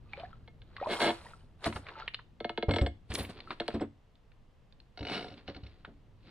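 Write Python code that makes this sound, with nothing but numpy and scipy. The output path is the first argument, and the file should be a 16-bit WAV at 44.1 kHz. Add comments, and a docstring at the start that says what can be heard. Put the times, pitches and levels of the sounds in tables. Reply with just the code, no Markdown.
"""Plops and splashes: a fish is played to a small metal boat on a still lake, thrashes, plunges with a
thud and is swung aboard, dripping. The water sounds through ringing bubbles, slaps and spray. The
angler's swivel seat creaks in stick-slip jerks that travel through the hull; the deck takes knocks and
scuffs, the tackle ticks and jingles. Two close microphone ports hear it over a faint air rumble."""
import sys
import numpy as np
from scipy import signal
from scipy.fft import rfft, irfft, next_fast_len
from scipy.io import wavfile
from scipy.ndimage import uniform_filter1d

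SR = 44100
rng = np.random.default_rng(int(sys.argv[2]) if len(sys.argv) > 2 else 0)


def store_pcm(level_fs):
    """Save levels as 16-bit WAV."""
    pcm = np.round(np.clip(level_fs, -1, 1) * 32767).astype(np.int16)
    wavfile.write(sys.argv[1], SR, np.atleast_2d(pcm).T)


N = 277830
EVENT_SIZE = 16384
AGE_S = np.arange(EVENT_SIZE) / SR
ANTIPHASE = np.array([[1], [-1]])

# soft thuds: the fish plunging beside the hull, then blows on the deck
# (time [s], thud [dB], boom [dB], second impact delay [s])
LOW_THUDS = [(1.663, -27.5, -37.5, .012), (1.756, -38.5, -41.5, 0.014), (2.683, -22, -24, .023),
             (2.815, -25, -21.5, .016), (3.101, -35.5, -36.5, .015), (3.201, -36, -37, .013),
             (3.74, -26, -38.5, .012), (3.807, -26, -43.5, 0.0084), (5.006, -36, -39.5, 0.017),
             (5.312, -46, -52.5, 0.0095), (5.481, -36.5, -47, .014), (5.561, -43.5, -48, .012),
             (5.632, -53, -42, 0.017), (5.873, -46, -60.5, .015)]
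# spectrum of spray and wet swish: (frequency [Hz], level [dB])
SPRAY_SPECTRUM = [(3000, -18.5), (5000, -3.5), (6500, -8), (9500, -2), (11000, -22), (14000, -19.5),
                  (15500, -31.5)]
# side signal of the two ports: (frequency [Hz], gain [dB])
SIDE_SPECTRUM = [(60, -20), (150, -23.5), (400, -29), (700, -21.5), (1300, -12), (2400, -8), (3500, -6.5),
                 (4500, 4), (6000, -1.5), (8500, 0.5), (15000, -3)]


def splash():
    """Churned water: a swarm of small bubbles, plinking drops among them, fizzing spray above."""
    # surges of the fish: (crest [s], splash [dB], spray [dB], rise [s], t60 [s])
    surges = [(.2, -56.5, -88, 0.39, 0.56), (.84, -54.5, -110, 0.45, 1), (.93, -39.5, -51, 0.16, 0.37),
              (1.02, -32, -45.5, 0.13, 0.38), (1.11, -49, -66, 0.27, 0.18),
              (1.27, -58.5, -70.5, 0.98, 0.57), (1.662, -35, -50, 0.099, 0.13), (1.76, -54, -60, .25, 0.19),
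              (1.9, -54, -87, 0.33, .5), (1.995, -47, -104, 0.13, 0.25)]
    # churned water: (frequency [Hz], level [dB])
    spectrum = [(100, -10.5), (300, 5.5), (700, 6.5), (1300, 4), (2200, -3), (4200, -5.5), (5200, -22),
                (8000, -36), (15000, -57)]
    churning, spraying = swells(surges)
    churn = grains(spectrum, per_s=2100, spread_db=3.0, cycles=10, band_hz=(325, 5950))
    drops = grains(spectrum, per_s=130, spread_db=7.5, cycles=140, band_hz=(818, 3460))
    spray = grains(SPRAY_SPECTRUM, per_s=4900, spread_db=3.0, cycles=54, band_hz=(4540, 14400))
    return churning * (from_db(2.0) * churn + from_db(-7.0) * drops) + spraying * spray


def bubbles(attack_s=0.00027, ring_cycles=56):
    """Trapped air rings, small pockets more briefly; most rise in pitch as they near the surface."""
    # larger air pockets: (time [s], level [dB], pitch [Hz], glide [octaves/s])
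    pockets = [(.134, -28.5, 2304, 7), (.137, -44.5, 820, -3), (.176, -40, 519, 10.5),
               (.2, -38.5, 619, 10.5), (0.235, -33.5, 697, 4.5), (0.251, -45.5, 1740, -4),
               (.33, -43.5, 1340, -2.5), (0.782, -40, 1100, 3), (.801, -37.5, 1260, 3),
               (.814, -30, 513.5, 29), (.827, -24.5, 702, 22.5), (0.86, -27, 957, 15), (.87, -25.5, 590, 8),
               (0.837, -40, 2410, 10), (0.995, -33, 900, 15), (1.256, -44, 910, 11),
               (1.266, -42.5, 1820, 14), (1.335, -41.5, 1345, -0.5), (1.66, -28, 700, -7),
               (1.667, -34, 318.5, 3), (1.955, -39.5, 1314, 0), (2.022, -33.5, 1320, 7),
               (3.474, -40, 1297, 3.5)]
    out = np.zeros(N)
    for s, db, hz, glide in pockets:
        pitch_hz = hz * 2 ** np.minimum(glide * AGE_S, 1)
        ring = np.sin(2 * np.pi * np.cumsum(pitch_hz) / SR) * decay(ring_cycles / hz)
        add(out, s, from_db(db) * ring * onset(attack_s))
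    return out


def slaps(crack_t60_s=0.015, patter_db=9.5, patter_cycles=71, width_octaves=0.86, attack_s=0.00095):
    """A sharp crack and a short patter, both centred on the pitch of what is hit."""
    # slaps and drops on water and boat: (time [s], level [dB], centre [Hz])
    hits = [(0.1254, -50, 2330), (0.133, -37, 2060), (.17, -43.5, 1980), (0.1973, -39, 2940),
            (0.765, -32, 2170), (.869, -30, 560), (1.642, -25.5, 4830), (1.656, -29, 1950),
            (1.725, -31.5, 1300), (1.7598, -28.5, 1010), (1.8663, -35, 1630), (1.8857, -33, 1520),
            (2.0006, -44.5, 1340), (2.0778, -23, 2260), (2.137, -39, 3460), (2.1438, -24, 3180),
            (2.19, -39, 1210), (2.6911, -25, 1050), (3.1183, -28.5, 2400), (3.1532, -23, 3770),
            (3.248, -35, 2420), (3.403, -36, 3700), (3.505, -24.5, 1400), (3.5996, -24, 3540),
            (3.6167, -33, 1330), (3.6798, -25.5, 3780), (3.7037, -37, 1470), (3.7966, -39.5, 1570),
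            (4.154, -57, 3700), (4.317, -55.5, 2320), (4.724, -50.5, 4360), (4.801, -47, 4100),
            (5.8475, -33, 1380)]
    # slap noise: (frequency [Hz], level [dB])
    spectrum = [(100, 16.5), (600, 13), (4300, 8.5), (5400, -18.5), (7000, -22.5), (9500, -33),
                (12000, -28.5), (15000, -42.5)]
    attack = 1 - np.exp(-(AGE_S / attack_s) ** 2)
    out = np.zeros(N)
    for s, db, hz in hits:
        edges_hz = np.clip(hz * 2 ** (np.array([-.5, .5]) * width_octaves), 100, [SR / 3, SR / 2.2])
        band = signal.butter(1, edges_hz, "band", fs=SR, output="sos")
        grit = signal.sosfilt(band, noise(spectrum))
        envelope = (decay(crack_t60_s) + from_db(patter_db) * decay(patter_cycles / hz)) * attack
        add(out, s, from_db(db) * peak_one(grit * envelope))
    return out


def swivel_slips():
    """The swivel jerks singly and turns twice under the pull of the rod."""
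    # single jerks: (time [s], level [dB], bass [dB])
    jerks = [(.4765, -48.5, 2.5), (.618, -48, -16), (2.4028, -38, 11), (2.4445, -32.5, 8), (2.4935, -31, 6),
             (2.575, -29.5, 5.5), (2.625, -30, 9), (2.7094, -26.5, 6), (2.7369, -27.5, 4.5),
             (2.7608, -26.5, 6), (2.7843, -28, 5.5), (2.8124, -32.5, -3.5), (2.8625, -29, 5),
             (3.6001, -35, 12), (3.6805, -37.5, 13), (3.746, -45, 13.5), (3.813, -44, 13)]
    # one curve per turn: (time [s], slip rate [1/s], level [dB], bass [dB])
    turns = [
        [(.89, 206, -40.5, 10.5), (.923, 182, -31.5, 2.5), (.96, 110, -45, 6.5)],
        [(1.0046, 87, -27, 2.5), (1.055, 180, -27.5, 5.5), (1.113, 55, -27, 4.5)],
    ]
    return [*jerks, *(slip for turn in turns for slip in stick_slip(turn))]


def foot_slips():
    """The seat's foot creaks as the angler leans over, then jerks singly."""
    # single jerks: (time [s], level [dB], bass [dB])
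    jerks = [(5.478, -31.5, 2), (5.496, -40, -23), (5.5464, -38, -2), (5.5643, -39, -9), (5.6347, -45, -1),
             (5.665, -40.5, -37), (6.2712, -49, -20)]
    # leaning: (time [s], slip rate [1/s], level [dB], bass [dB])
    lean = [(4.9745, 66, -38.5, 6), (5.04, 42, -32.5, 9.5), (5.11, 90, -28.5, 5.5),
            (5.145, 122, -28.5, -1.5), (5.185, 64, -29.5, 8), (5.26, 50, -42, 15.5), (5.35, 55, -45, -1)]
    return [*jerks, *stick_slip(lean)]


def stick_slip(movement, jitter_s=.0005, spread_db=2.5, bass_spread_db=1, max_slips=64):
    """A loaded joint lets go once per step of wind-up; gives (time [s], level [dB], bass [dB])."""
    s, per_s, db, bass_db = np.transpose(movement)
    t = np.arange(s[0], s[-1], 1 / SR)
    wound_steps = np.cumsum(np.interp(t, s, per_s)) / SR
    scatter = rng.standard_normal((max_slips, 3)) * [jitter_s, spread_db, -bass_spread_db]
    at_s = np.interp(np.arange(wound_steps[-1]), wound_steps, t)[:max_slips]
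    slips = np.transpose([at_s, np.interp(at_s, s, db), np.interp(at_s, s, bass_db)])
    return slips + scatter[:len(at_s)]


def seat():
    """Swivel and foot each shake their own hull modes and ping the post; the thuds ping it too."""
    # hull driven by the swivel: (frequency [Hz], level [dB], t60 [s])
    swivel_modes = [(230.6, 7.5, 0.055), (337.3, 14, 0.22), (450.5, 11, 0.062), (596.5, 10.5, 0.1),
                    (700, 12.5, 0.065), (900, 5.5, 0.027), (1309, 6.5, 0.17), (1610, 5, 0.016),
                    (1768, -1, 0.054), (2154, 14.5, 0.1), (2255, -9.5, 0.023), (2570, -10, 0.099),
                    (2937, -2, 0.013), (3380, -1, 0.0091), (3690, -20.5, 0.0076), (4040, -7.5, 0.016),
                    (4360, -8, 0.018)]
    # hull driven by the foot: (frequency [Hz], level [dB], t60 [s])
    foot_modes = [(190, 7.5, 0.11), (267, 5.5, 0.08), (434, 8, 0.094), (610, 6.5, 0.11), (716, 12.5, 0.041),
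                  (900, 2, 0.029), (1416, 10, 0.084), (1620, 0.5, 0.0041), (2170, 6.5, 0.024),
                  (2405, -0.5, 0.013), (2715, 7, 0.024), (2944, 6, 0.021), (3770, 2, 0.0079),
                  (4200, -7, 0.0054), (4405, -10.5, 0.0037), (5500, -2.5, 0.057)]
    at_swivel, at_foot = swivel_slips(), foot_slips()
    swivel = creak(at_swivel, swivel_modes, travel_s=0.008375, first_db=5.0, bass_hz=1080,
                   echo_s=0.003, echo_db=-15.0, grind_db=1.5, grind_t60_s=0.04)
    foot = creak(at_foot, foot_modes, travel_s=0.00378, first_db=-1.5, bass_hz=1130,
                 echo_s=0.0031, echo_db=-3.0, grind_db=3.0, grind_t60_s=0.024)
    post = seat_post([*at_swivel, *at_foot, *LOW_THUDS])
    return from_db(-6.0) * swivel + from_db(-12.5) * foot + post


def creak(slips, modes, travel_s, first_db, bass_hz, echo_s, echo_db, grind_db, grind_t60_s):
    """Each slip sends a bending wave through the hull: treble first, bass last; the panels ring on."""
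    # first arrival: (frequency [Hz], level [dB])
    first_spectrum = [(60, -15.5), (200, -5.5), (450, 4), (850, -5.5), (1200, -9), (1700, -9), (3300, -9),
                      (4400, -12), (5200, -38), (10000, -69)]
    hz = np.fft.rfftfreq(EVENT_SIZE, 1 / SR)
    first = from_db(first_db) * gain_at(first_spectrum, hz)
    rings = np.array([from_db(db) / (1 + 2j * np.pi * (hz - mode_hz) * t60_s / np.log(1000))
                      for mode_hz, db, t60_s in modes])
    rings /= 1 + (hz / np.array(modes)[:, :1] - 1) ** 2 * 30   # narrows each mode's skirts
    # wave speed goes as the root of frequency
    delay_s = travel_s * (np.sqrt(1000 / np.clip(hz, 250, 2200)) - np.sqrt(1000 / 2200)) + .001
    path = np.exp(-2j * np.pi * np.cumsum(delay_s) * hz[1])
    short_waves = hz ** 8 / (hz ** 8 + 2000.0 ** 8)
    path *= 1 + from_db(echo_db) * short_waves * np.exp(-2j * np.pi * hz * echo_s)   # bounce off a rib
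    treble = (hz > 2000) & (hz < 4800)
    fade = np.minimum(1, 2 * (1 - AGE_S / AGE_S[-1])) ** 2
    out = np.zeros(N)
    for s, db, bass_db in slips:
        grit = rng.standard_normal(EVENT_SIZE) * decay(grind_t60_s)   # the joint grinds as it lets go
        slip = 1 + from_db(grind_db) * rfft(grit) / np.linalg.norm(grit) * hz / (hz + 500)
        mode_gains = from_db(rng.normal(0, 1.49, len(modes)))
        wave = slip * (first + mode_gains @ rings) * path
        treble_peak = peak_rms(irfft(wave * treble))
        bass_shelf = from_db(bass_db / (1 + (hz / bass_hz) ** 4))
        add(out, s, from_db(db) * irfft(wave * bass_shelf) * fade / treble_peak)
    return out


def seat_post(jolts, attack_s=0.0084):
    """Each jolt pings the steel post."""
    # steel post: (frequency [Hz], level [dB], t60 [s])
    modes = [(5040, 0, 0.025), (5550, -9, 0.06), (7750, -10, 0.065), (7880, -13, 0.024),
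             (10100, -12, 0.019)]
    # how freely it rings as its load shifts: (time [s], gain [dB])
    freedom = [(1.1, -65), (2.62, -46), (2.72, -14), (3.8, -20.5), (4.95, -49), (5.45, -65)]
    out = np.zeros(N)
    for s, db, *_ in jolts:
        freedom_db = np.interp(s, *np.transpose(freedom))
        add(out, s, from_db(db + freedom_db) * struck(modes) * onset(attack_s))
    return out


def thuds(contact_s=0.0078, thud_t60_s=.11, ring_db=-1.5, boom_gain_db=6.0, boom_attack_s=0.0028):
    """A plunge or a blow thuds, rings the panels and booms the hull; a softer impact follows."""
    # thud: (frequency [Hz], level [dB])
    spectrum = [(40, -25), (130, 1), (280, 7.5), (700, -5), (1100, -14.5), (2200, -23.5), (4200, -33),
                (6000, -68)]
    # deck panels: (frequency [Hz], level [dB], t60 [s])
    panel_modes = [(137, -17, 0.29), (222.8, -6, 0.24), (284.6, -1.5, 0.23), (342, -13.5, 0.14),
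                   (430, -4, 0.08), (547, -4, 0.15), (667, -12, 0.13), (744, 2, 0.052), (900, -17, 0.066)]
    # whole hull flexing: (frequency [Hz], level [dB], t60 [s])
    boom_modes = [(68.2, -3, .24), (79, -6, 0.21), (94.8, -1.5, 0.3), (139, -8.5, 0.1)]
    boom = sum(from_db(db) * np.sin(2 * np.pi * hz * AGE_S) * decay(t60) for hz, db, t60 in boom_modes)
    boom *= onset(boom_attack_s)
    out = np.zeros(N)
    for s, db, low_db, gap_s in LOW_THUDS:
        first, second = (s, db, low_db), (s + gap_s, db - 8.5, low_db - 8)
        for at_s, thud_db, boom_db in (first, second):
            thud = peak_one(noise(spectrum) * decay(thud_t60_s))
            panels = from_db(ring_db) * peak_one(struck(panel_modes))
            body = peak_one((thud + panels) * onset(contact_s))
            add(out, at_s, from_db(thud_db) * body + from_db(boom_db + boom_gain_db) * boom)
    return out


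def scuffs():
    """Rubbing: a run of small dry catches, a finer swish of wet cloth above."""
    # sleeve, shoes and flapping fish: (crest [s], scuff [dB], hiss [dB], rise [s], t60 [s])
    strokes = [(3.106, -43, -54.5, .025, 0.18), (3.153, -43, -44, 0.11, 0.052),
               (3.195, -39.5, -48, 0.16, 0.24), (3.3, -46, -55, 0.05, 0.11), (3.39, -54.5, -92, 0.38, 0.26),
               (3.53, -50, -69, 0.27, 0.067), (3.76, -55.5, -72.5, 1, 0.16), (5.135, -41.5, -58, 0.3, 0.52),
               (5.378, -56.5, -98, 0.054, .2), (5.49, -48.5, -91, 0.069, 0.16),
               (5.56, -57.5, -92, .08, 0.18), (5.66, -65.5, -97, 0.57, 1), (6.29, -59, -91, 0.28, .3)]
    # cloth catching: (frequency [Hz], level [dB])
    spectrum = [(100, 13.5), (300, 14), (800, 2), (1600, -1.5), (3000, -4), (4400, -7), (5300, -22.5),
                (9000, -52), (15000, -52)]
    rubbing, hissing = swells(strokes)
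    catches = grains(spectrum, per_s=1600, spread_db=-0.5, cycles=2.0, band_hz=(206, 5540))
    swish = grains(SPRAY_SPECTRUM, per_s=11000, spread_db=2.5, cycles=52, band_hz=(4630, 13100))
    return from_db(4.0) * rubbing * catches + from_db(-7.5) * hissing * swish


def ticks(attack_s=0.00069, t60_s=0.011):
    """Hard parts of the tackle touch with a short, bright snap."""
    # contacts: (time [s], level [dB])
    contacts = [(2.142, -86), (2.496, -69.5), (2.763, -54), (3.139, -41.5), (3.151, -35.5), (3.5996, -64),
                (3.6797, -53.5)]
    # snap: (frequency [Hz], level [dB])
    spectrum = [(2500, -19.5), (5000, 2.5), (9500, 0.5), (12000, -22), (15000, -21.5)]
    out = np.zeros(N)
    for s, db in contacts:
        snap = noise(spectrum) * decay(t60_s) * onset(attack_s)
        add(out, s, from_db(db) * peak_one(snap))
    return out


def jingle(attack_s=0.00055):
    """The lure's metal fittings tinkle as the fish shakes."""
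    # shakes: (time [s], level [dB])
    shakes = [(2.078, -81.5), (3.141, -54.5), (3.153, -54), (3.181, -49), (3.228, -56)]
    # fittings: (frequency [Hz], level [dB], t60 [s])
    modes = [(9450, -1.5, 0.17), (10280, 0, .12), (11000, 0, 0.07), (13790, -1, 0.11), (13930, -14, .06)]
    out = np.zeros(N)
    for s, db in shakes:
        add(out, s, from_db(db) * struck(modes) * onset(attack_s))
    return out


def air(side_db=-5.5):
    """Faint rumble that follows the breeze, over a steady hush."""
    # breeze: (time [s], level [dB])
    breeze = [(0.0, -48.5), (1.2, -51), (1.9, -53.5), (3.79, -54.5), (4.05, -61.5), (4.8, -57.5),
              (6.3, -53.5)]
    # open-air hush: (frequency [Hz], level [dB])
    hush_spectrum = [(12, -35), (20, 4.5), (46, -10), (97, -22), (135, -17), (160, -21), (387, -29),
                     (433, -22.5), (1140, -29.5), (1460, -34), (2100, -34.5), (2340, -37.5), (2770, -35),
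                     (15000, -63)]
    rumble_hz_db = [(15, -6.0), (35, 2), (110, 2.0), (220, -10.0), (500, -21), (2000, -61.0)]
    breeze_db = np.interp(np.arange(N) / SR, *np.transpose(breeze))
    mid, side = noise(hush_spectrum, (2, N))
    rumble, eddies = rms_one(noise(rumble_hz_db, (2, N)))
    hush = from_db(-64) * (rms_one(mid) + from_db(side_db) * rms_one(side) * ANTIPHASE)
    return hush + from_db(breeze_db - 5.5) * (rumble + from_db(-10.5) * eddies * ANTIPHASE)


def on_the_boat(x, left_lead, scatter_db, scatter_t60_s, shore_db, shore_t60_s=0.26):
    """Two close ports differ in phase, most in the treble; the boat scatters, the shore echoes."""
    size = next_fast_len(N + EVENT_SIZE)
    scatter = rng.standard_normal(EVENT_SIZE) * decay(scatter_t60_s) * (1 - decay(.01))
    sideways = 1j * left_lead + from_db(scatter_db) * rfft(scatter, size) / np.linalg.norm(scatter)
    side_gain = gain_at(SIDE_SPECTRUM, np.fft.rfftfreq(size, 1 / SR))
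    side = irfft(rfft(x, size) * side_gain * sideways, size)[:N]
    shore_hz_db = [(100, -28.0), (600, -4.0), (2000, -1.5), (5000, 0.0), (12000, 3.5)]
    echoes = noise(shore_hz_db, (2, EVENT_SIZE)) * decay(shore_t60_s)
    tail = signal.fftconvolve(x[None], echoes / np.linalg.norm(echoes[0]), axes=1)[:, :N]
    return x + side * ANTIPHASE + from_db(shore_db) * tail


def grains(spectrum, per_s, spread_db, cycles, band_hz):
    """Random tiny pops of uneven size, each ringing at one of 20 pitches; rms 1."""
    sizes = from_db(spread_db * np.minimum(rng.exponential(1, N), 4)) * rng.choice([-1, 1], N)
    clicks = sizes * (rng.random(N) < per_s / SR)
    pitch_index = rng.integers(0, 20, N)
    out = np.zeros(N)
    for k, hz in enumerate(np.geomspace(*band_hz, 20)):
        radius, angle = from_db(-60 * hz / (cycles * SR)), 2 * np.pi * hz / SR
        poles = [1, -2 * radius * np.cos(angle), radius ** 2]
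        out += signal.lfilter([angle, 0, -angle], poles, clicks * (pitch_index == k) + 1e-18)
    return rms_one(colour(out, spectrum))


def swells(rows):
    """Swells rise and fall linearly in dB and add in power; gives body gain and treble gain."""
    power = np.zeros((2, N))
    for crest_s, body_db, treble_db, rise_s, t60_s in rows:
        since_s = np.arange(N) / SR - crest_s
        envelope = from_db(-60 * np.minimum(np.maximum(-since_s / rise_s, since_s / t60_s), 2))
        power += (from_db([[body_db], [treble_db]]) * envelope) ** 2
    return np.sqrt(power)


def struck(modes):
    """Modes ring out, with random strength and phase at each blow."""
    return sum(from_db(db + rng.normal(0, 4.4)) * np.sin(2 * np.pi * (hz * AGE_S + rng.random()))
               * decay(t60_s) for hz, db, t60_s in modes)


def noise(spectrum, shape=EVENT_SIZE):
    return colour(rng.standard_normal(shape), spectrum)


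def colour(x, spectrum):
    size = next_fast_len(x.shape[-1] + 2048)
    gain = gain_at(spectrum, np.fft.rfftfreq(size, 1 / SR))
    return irfft(rfft(x, size) * gain, size)[..., :x.shape[-1]]


def gain_at(spectrum, hz):
    knots_hz, db = np.transpose(spectrum)
    return from_db(np.interp(np.log(hz + 1), np.log(knots_hz), db))


def onset(attack_s):
    return 1 - np.exp(-AGE_S / attack_s)


def decay(t60_s):
    return np.exp(-np.log(1000) * AGE_S / t60_s)


def from_db(db):
    return 10 ** (np.asarray(db) / 20)


def rms_one(x):
    return x / np.sqrt(np.mean(x ** 2) + 1e-20)


def peak_rms(x):
    """Rms of the loudest 4 ms."""
    return np.sqrt(uniform_filter1d(x ** 2, size=176).max() + 1e-20)


def peak_one(x):
    return x / peak_rms(x)


def add(track, at_s, sound):
    start = int(np.clip(round(at_s * SR), 0, N - 1))
    track[start:start + len(sound)] += sound[:N - start]


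def scene():
    """Water to the left; seat, thuds and landed fish a little to the right."""
    background = air()
    thudding = from_db(-3.5) * thuds()
    water = splash() + bubbles()
    fish = from_db(-8.5) * slaps() + scuffs() + jingle() + ticks()
    left = on_the_boat(water, left_lead=0.98, scatter_db=-13.0, scatter_t60_s=0.045, shore_db=-6.5)
    # fresh grains in antiphase spread the spray and rubbing wide
    wide = from_db(-4.0) * colour(splash() + scuffs(), SIDE_SPECTRUM) * ANTIPHASE
    near = seat() + thudding + fish
    right = on_the_boat(near, left_lead=-0.83, scatter_db=-15.0, scatter_t60_s=0.05, shore_db=-9.0)
    return left + right + wide + background


def record(dry):
    """Steep low-pass."""
    cutoff_hz = 15300
    return signal.sosfilt(signal.ellip(10, .2, 80, cutoff_hz, fs=SR, output="sos"), dry)


dry = scene()
out = record(dry)
store_pcm(out)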